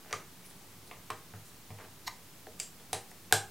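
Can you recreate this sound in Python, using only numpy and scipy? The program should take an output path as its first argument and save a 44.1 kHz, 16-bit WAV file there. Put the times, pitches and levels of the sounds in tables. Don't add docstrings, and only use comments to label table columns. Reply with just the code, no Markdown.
import sys
import numpy as np
from scipy import signal
from scipy.fft import rfft, irfft
from scipy.io import wavfile
from scipy.ndimage import uniform_filter1d

SR = 44100
rng = np.random.default_rng(int(sys.argv[2]) if len(sys.argv) > 2 else 0)


def boost_factor(decibels):
    exponent = np.asarray(decibels, float) / 20
    return 10 ** exponent


def digitize_waveform(pressure):
    field = np.atleast_2d(pressure).T
    bounded = np.clip(field, -1, 1)
    quanta = np.round(bounded * 32767).astype(np.int16)
    wavfile.write(sys.argv[1], SR, quanta)


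N = 154350

# (frequency [Hz], level [dB per Hz])
HISS_COLOUR = [(30, -11), (60, -5), (250, -4.5), (520, -9.5), (1000, -9), (1190, -9.5), (1440, -12),
               (15800, -16)]
# (frequency [Hz], level [dB])
SIDE_HISS_COLOUR = [(60, -68), (180, -17.5), (550, -7.5), (1650, -7.5), (4970, -4), (15000, -9.5)]
# (frequency [Hz], width [Hz], rms level [dB])
RUMBLE_BANDS = [(28, 20, -93), (49.3, 20, -77.5), (97.3, 18, -67.5), (134, 41, -69), (174.8, 44, -66),
                (228, 180, -68.5), (357, 214, -70)]
# (time [s], level [dB], pitch [Hz], table thump [dB], table knock [dB])
SOFT_TAPS = [(0.047, -50, 1310, -73, -63), (0.058, -52, 1600, -77, -59), (.109, -57, 2400, -66, -53),
             (0.461, -50.5, 10400, -80, -78), (.51, -53, 3480, -84, -73), (0.9118, -43.5, 2040, -74, -52.5),
             (.968, -56, 1510, -57, -61), (1.3369, -47, 1300, -43.5, -58.5), (1.7035, -48, 1900, -42, -52),
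             (1.785, -49.5, 1950, -67, -53), (1.845, -56, 1780, -74, -57), (2.4684, -55, 3300, -80, -48),
             (2.592, -48, 6770, -78, -77), (2.631, -59, 7500, -80, -65), (2.798, -54, 3400, -73, -59),
             (3.115, -49, 1680, -73, -63), (3.311, -46.5, 1940, -75, -51)]
# (frequency [Hz], level [dB], time to fall 60 dB [s])
THUMP_MODES = [(102.7, 2.5, 0.35), (149, -5.5, 0.31), (184, -1, 0.086)]
# (frequency [Hz], level [dB], time to fall 60 dB [s])
KNOCK_MODES = [(283, 2.5, 0.029), (375, 4.5, 0.083), (437, 6, 0.085), (475, 2, 0.11), (630.5, 1.5, 0.092),
               (747, 7.5, 0.052), (793, 5.5, 0.049)]
# (start [s], length [s], level [dB], pitch [Hz], width [Hz])
DRAGS = [(0.082, 0.05, -51.5, 1210, 1490), (0.19, 0.022, -52, 1200, 1500), (0.44, 0.038, -56, 10100, 1500),
         (.43, 0.038, -60.5, 2280, 600), (.49, 0.023, -57, 8950, 4000), (.86, 0.027, -61, 4000, 1200),
         (.855, .04, -60.5, 9500, 2500), (1.424, 0.083, -61, 7500, 5000), (1.778, .055, -51.5, 1020, 1450),
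         (1.822, 0.045, -55, 970, 1490), (2.056, 0.03, -50, 4300, 700), (2.064, 0.022, -52, 6730, 700),
         (2.073, 0.022, -49, 950, 300), (2.0743, .018, -51, 1890, 500), (2.066, 0.021, -50, 10200, 5000),
         (2.62, 0.022, -48, 7500, 2570), (3.103, 0.016, -54, 8000, 6000)]
# (time [s], level [dB],
# pitch [Hz], width [Hz])
SHORT_TICKS = [(.0865, -53, 3200, 700), (.1105, -47, 5700, 500), (.112, -53, 4500, 500),
               (.128, -35, 2110, 250), (.1345, -32.5, 1230, 110), (.1345, -32.5, 2160, 400),
               (0.1408, -39, 1090, 300), (.912, -51, 800, 200), (.912, -48, 2300, 700),
               (.918, -48, 850, 350), (1.1056, -38, 3300, 1500), (1.1058, -40, 5600, 2000),
               (1.1085, -34, 1060, 260), (1.338, -52, 915, 300), (1.704, -53, 815, 300),
               (1.704, -55, 1800, 700), (1.7108, -50, 900, 400), (2.4688, -44.5, 1680, 350),
               (2.4695, -42.5, 754, 110), (2.488, -54, 560, 250), (2.5997, -38, 4800, 700),
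               (2.5994, -38, 2500, 700), (2.9373, -42, 8000, 5000), (2.9452, -40, 3880, 900),
               (2.946, -41, 9500, 3000), (2.9505, -36.5, 750, 250), (3.3257, -29, 1900, 250),
               (3.326, -32, 448, 75), (3.3262, -23.5, 1474, 200), (3.331, -27, 7100, 1500),
               (3.3365, -34, 1440, 110), (3.3356, -32, 8560, 3000), (3.339, -30, 6500, 2000),
               (3.344, -28, 686, 250)]
# (time [s], thin edge [dB], whole piece [dB])
SLIP_JERKS = [(2.0622, -53, -68), (2.0658, -44, -58), (2.0683, -40, -50), (2.0712, -37, -47),
              (2.0727, -37, -53), (2.0745, -38, -42), (2.076, -36, -33.5), (2.0775, -36, -37.5),
              (2.0786, -35.5, -33.5), (2.0799, -36.5, -37.5), (2.0826, -41, -43), (2.0843, -48, -45)]
# (frequency [Hz], width [Hz], level [dB])
EDGE_RINGS = [(4220, 480, 1), (5370, 600, -2), (6700, 460, -8.5), (7900, 700, -8.5), (11900, 2000, -7.5)]
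# (frequency [Hz], width [Hz], level [dB])
BODY_RINGS = [(994, 250, -2), (1900, 460, 0.1), (2870, 460, -4)]
# (time [s], peak [dB], table thump [dB], table knock [dB], chatter length [s])
LOUD_SNAPS = [
    (0.1273, -30, -18.5, -12, 0.0035),
    (1.1021, -32.5, -16, -12.5, .006),
    (2.078, -43, -15, -30, 0.0084),
    (2.599, -30, -39, -27, 0.0069),
    (2.9301, -27, -19, -13, 0.00684),
    (3.3245, -14, -19.5, -19.5, 0.0024),
]
# (frequency [Hz], width [Hz], level [dB])
SNAP_RINGS = [
    [(1230, 52, -2.5), (1860, 260, 4.5), (3390, 160, -4), (4750, 560, 5), (5700, 820, 6), (9170, 530, -4)],
    [(1060, 240, 10), (2120, 1200, 5.5), (3800, 580, -10), (8260, 870, -1), (12600, 540, -6)],
    [(980, 83, 8), (1900, 130, -2), (3870, 460, 1), (5400, 400, 3)],
    [(2270, 130, -3.5), (4800, 170, 0.5), (7500, 500, 8), (9900, 460, -20)],
    [(758, 96, 6), (3780, 420, 1), (6030, 550, 5), (8250, 320, -2), (9500, 800, 2), (12700, 470, -1)],
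    [(770, 110, 1), (1620, 230, 6), (3840, 600, 2), (7270, 900, 1.5), (9150, 1450, 8.5), (11300, 2100, 2)],
]
# (frequency [Hz], level [dB per Hz])
SNAP_CRACKS = [
    [(290, -26), (450, -2), (750, -5), (1200, -2), (2300, -7), (7480, -8.5), (14000, -29)],
    [(200, -14), (450, -8), (750, -14), (1100, -3), (1800, -6.5), (3800, -13.5), (5000, -20), (14000, -25)],
    [(350, -36), (800, -12), (1940, -6), (2430, -1), (5180, -13), (15000, -22)],
    [(710, -45), (1200, -16), (2950, -5.5), (4000, -13.5), (7550, -2.5), (15000, -22)],
    [(240, -21), (400, -12.5), (1660, -14), (2400, -14.5), (9660, -16), (15000, -35)],
    [(240, -32), (450, 2.5), (580, -6), (780, -7), (1100, -1.5), (1450, -5), (4200, -1.5), (9500, -0.5),
     (16000, -28)],
]
CRACK_TO_ROOM_DB = [0.32, 0.47, -1, -0.26, 0.5, 0.62]
# (delay [s], level [dB])
FIRST_ECHOES = [(.0064, -9), (0.0106, -12.5), (0.0139, -11.5)]
# (frequency [Hz], time to fall 60 dB [s])
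ROOM_DECAY = [(150, 0.6), (500, 0.29), (1500, 0.3), (4000, 0.22), (8000, 0.25), (14000, 0.15)]
# (frequency [Hz], level [dB])
ROOM_TONE = [(200, -2), (800, 0), (14000, 1)]

HISS_DB, HISS_EDGE_HZ = -56.5, 15900
TAP_S, TAP_RISE_S = 0.0045, 0.0004
TAP_WIDTH = 0.45
TAP_LOWER, TAP_LOWER_DB = 0.52, 1.5
THUMP_RISE_S, KNOCK_RISE_S = 0.0033, 0.004
GRIT_PER_S, GRIT_DB = 4000, 2.5
SNAP_RISE_S = 0.000231
CRACK_SHARE = 0.683
CRACK_DIRECT_DB = -0.5
ROOM_DB, ROOM_RISE_S, SIDE_ROOM_DB = -3, 0.0054, -51
ECHO_HZ = 13000
KNOCK_TO_ROOM_DB, TICK_TO_ROOM_DB, SCRAPE_TO_ROOM_DB, RING_TO_ROOM_DB = -3.5, -8.5, -5, -7
LOW_HZ, EDGE_HZ = 62, 16250
OFFSET = 0.0012
PUSH = np.hanning(30) / 15


def evened(x):
    return x / np.sqrt(np.mean(x ** 2) + 1e-20)


def peaked(x, db):
    return boost_factor(db) * x / np.sqrt(uniform_filter1d(x ** 2, size=44).max())


def read(points, hz):
    f, value = np.transpose(points)
    return np.interp(np.log(hz + 1), np.log(f + 1), value)


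def add(mix, s, sound):
    part = mix[round(s * SR):][:len(sound)]
    part += sound[:len(part)]


def ring(x, hz, width):
    r = np.exp(-np.pi * width / SR)
    return 2 * signal.lfilter([1 - r], [1, -r * np.exp(2j * np.pi * hz / SR)], x).real


def steep(x, hz, width):
    return ring(ring(x, hz, width), hz, 2 * width)


def ring_set(blow, rings):
    return sum(boost_factor(db) * peaked(steep(blow, hz, width), 0) for hz, width, db in rings)


def chatter(rise, length):
    t = np.arange(2048) / SR
    shape = (1 - np.exp(-t / rise)) ** 2 * np.exp(-t / length * 2)
    x = rng.standard_normal(2048) * shape
    for _ in range(6):
        z = rfft(x)
        x = irfft(z / abs(z))
        x = x * shape / np.sqrt(uniform_filter1d(x ** 2, size=12) + 1e-12)
    return x


def hiss():
    hz = np.fft.rfftfreq(2048, 1 / SR)
    a, b, c, d, patches = rng.standard_normal((N // 512 + 5, 1025, 5)).T
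    patches = uniform_filter1d(patches, size=6, axis=0)
    patches = evened(uniform_filter1d(patches, size=8, axis=1))
    mid = a + 1j * b
    side = (c + 1j * d) * boost_factor(read(SIDE_HISS_COLOUR, hz))[:, None]
    z = np.array([mid, side]) * boost_factor(read(HISS_COLOUR, hz)[:, None] + 0.13 * patches)
    z = z * (hz < HISS_EDGE_HZ)[:, None]
    x = signal.istft(z, nperseg=2048, noverlap=1536)[1][:, :N]
    return boost_factor(HISS_DB) * x / np.std(x[0])


def rumble():
    x = np.zeros((2, N))
    for hz, width, db in RUMBLE_BANDS:
        noise = rng.standard_normal((2, N))
        x += boost_factor(db) * evened(ring(ring(noise, hz, width), hz, width))
    return x * boost_factor([[0], [-24]])


def soft_taps():
    taps, thumps, knocks = np.zeros((3, N))
    for s, db, hz, thump_db, knock_db in SOFT_TAPS:
        drive = chatter(TAP_RISE_S, TAP_S)
        upper = steep(drive, hz, TAP_WIDTH * hz)
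        lower = steep(drive, TAP_LOWER * hz, TAP_WIDTH * hz / 2)
        add(taps, s, peaked(upper + boost_factor(TAP_LOWER_DB) * lower, db))
        add(thumps, s, boost_factor(thump_db) * PUSH)
        add(knocks, s, boost_factor(knock_db) * PUSH)
    return taps, thumps, knocks


def table(blows, modes, rise):
    t = np.arange(SR // 2) / SR
    rung = sum(boost_factor(db - 60 * t / t60) * np.sin(2 * np.pi * hz * t) for hz, db, t60 in modes)
    return signal.fftconvolve(blows, rung * (1 - np.exp(-t / rise)))[:N]


def scrapes():
    out = np.zeros(N)
    for s, length, db, hz, width in DRAGS:
        progress = np.minimum(np.arange(6000) / SR / length, 1)
        swell = np.sin(np.pi * progress ** 1.4)
        hits = rng.random(6000) < GRIT_PER_S / SR
        force = boost_factor(GRIT_DB * np.minimum(rng.exponential(1, 6000), 3))
        grit = rng.standard_normal(6000) * (0.3 + hits * force)
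        add(out, s, boost_factor(db) * evened(steep(grit, hz, width)) * swell)
    return out


def ticks():
    out, blow = np.zeros(N), np.eye(1, 2048)[0]
    edge, body = ring_set(blow, EDGE_RINGS), ring_set(blow, BODY_RINGS)
    for s, edge_db, body_db in SLIP_JERKS:
        add(out, s, peaked(edge, edge_db) + peaked(body, body_db))
    for s, db, hz, width in SHORT_TICKS:
        add(out, s, peaked(steep(blow, hz, width), db))
    return out


def click(shape):
    hz = abs(np.fft.fftfreq(2048, 1 / SR))
    log_gain = np.log(boost_factor(np.maximum(read(shape, hz), -60)))
    return np.fft.ifft(np.exp(np.conj(signal.hilbert(log_gain)))).real[:1024]


def snaps():
    out, cracks, thrown, thumps, knocks = np.zeros((5, N))
    for snap, rings, crack, room_db in zip(LOUD_SNAPS, SNAP_RINGS, SNAP_CRACKS, CRACK_TO_ROOM_DB):
        s, db, thump_db, knock_db, length = snap
        body = ring_set(chatter(SNAP_RISE_S, length), rings)
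        add(out, s, peaked(body, db))
        burst = np.convolve(chatter(SNAP_RISE_S, CRACK_SHARE * length), click(crack))
        burst = peaked(burst, db)
        add(cracks, s, burst)
        add(thrown, s, boost_factor(room_db) * burst)
        add(thumps, s, boost_factor(db + thump_db) * PUSH)
        add(knocks, s, boost_factor(db + knock_db) * PUSH)
    return out, cracks, thrown, thumps, knocks


def room(x):
    reflections = np.zeros((2, SR // 2))
    slots = np.arange(200, SR // 2 - 20, 16)
    at = slots + rng.integers(0, 16, (2, len(slots)))
    np.put_along_axis(reflections, at, rng.choice([-1., 1.], at.shape), 1)
    hz, t, z = signal.stft(reflections, SR, nperseg=256)
    fall_db = 60 * t / read(ROOM_DECAY, hz)[:, None]
    tail = signal.istft(z * boost_factor(read(ROOM_TONE, hz)[:, None] - fall_db), SR, nperseg=256)[1]
    z = rfft(tail)
    power = abs(z) ** 2
    z = z * np.sqrt(uniform_filter1d(power, size=500) / uniform_filter1d(power, size=40))
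    tail = irfft(z, tail.shape[1])
    tail = tail * (1 - np.exp(-np.arange(tail.shape[1]) / SR / ROOM_RISE_S)) ** 2
    tail = boost_factor(ROOM_DB) * tail / np.linalg.norm(tail[0])
    for s, db in FIRST_ECHOES:
        tail[:, round(s * SR):][:, :31] += boost_factor(db) * signal.firwin(31, ECHO_HZ, fs=SR)
    return signal.fftconvolve(x[None], tail, axes=1)[:, :N]


def scene():
    taps, tap_thumps, tap_knocks = soft_taps()
    rings, cracks, thrown, snap_thumps, snap_knocks = snaps()
    grit, tick = scrapes(), ticks()
    thump = table(tap_thumps + snap_thumps, THUMP_MODES, THUMP_RISE_S)
    knock = table(tap_knocks + snap_knocks, KNOCK_MODES, KNOCK_RISE_S)
    direct = taps + knock + tick + grit + rings + boost_factor(CRACK_DIRECT_DB) * cracks + thump
    to_walls = taps + thrown + boost_factor(KNOCK_TO_ROOM_DB) * knock + boost_factor(TICK_TO_ROOM_DB) * tick
    to_walls += boost_factor(SCRAPE_TO_ROOM_DB) * grit + boost_factor(RING_TO_ROOM_DB) * rings
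    mid, side = room(to_walls) * boost_factor([[0], [SIDE_ROOM_DB]])
    low_cut = signal.butter(2, LOW_HZ, "high", fs=SR, output="sos")
    heard = signal.sosfilt(low_cut, [direct + mid, side])
    mid, side = heard + hiss() + rumble()
    return np.array([mid + side, mid - side])


def band_limit(x):
    return signal.sosfilt(signal.butter(12, 16660, fs=SR, output="sos"), x)


def record(dry):
    edged = signal.oaconvolve(dry, signal.firwin(255, EDGE_HZ, fs=SR)[None], "same")
    return band_limit(edged + OFFSET)


dry = scene()
out = record(dry)
digitize_waveform(out)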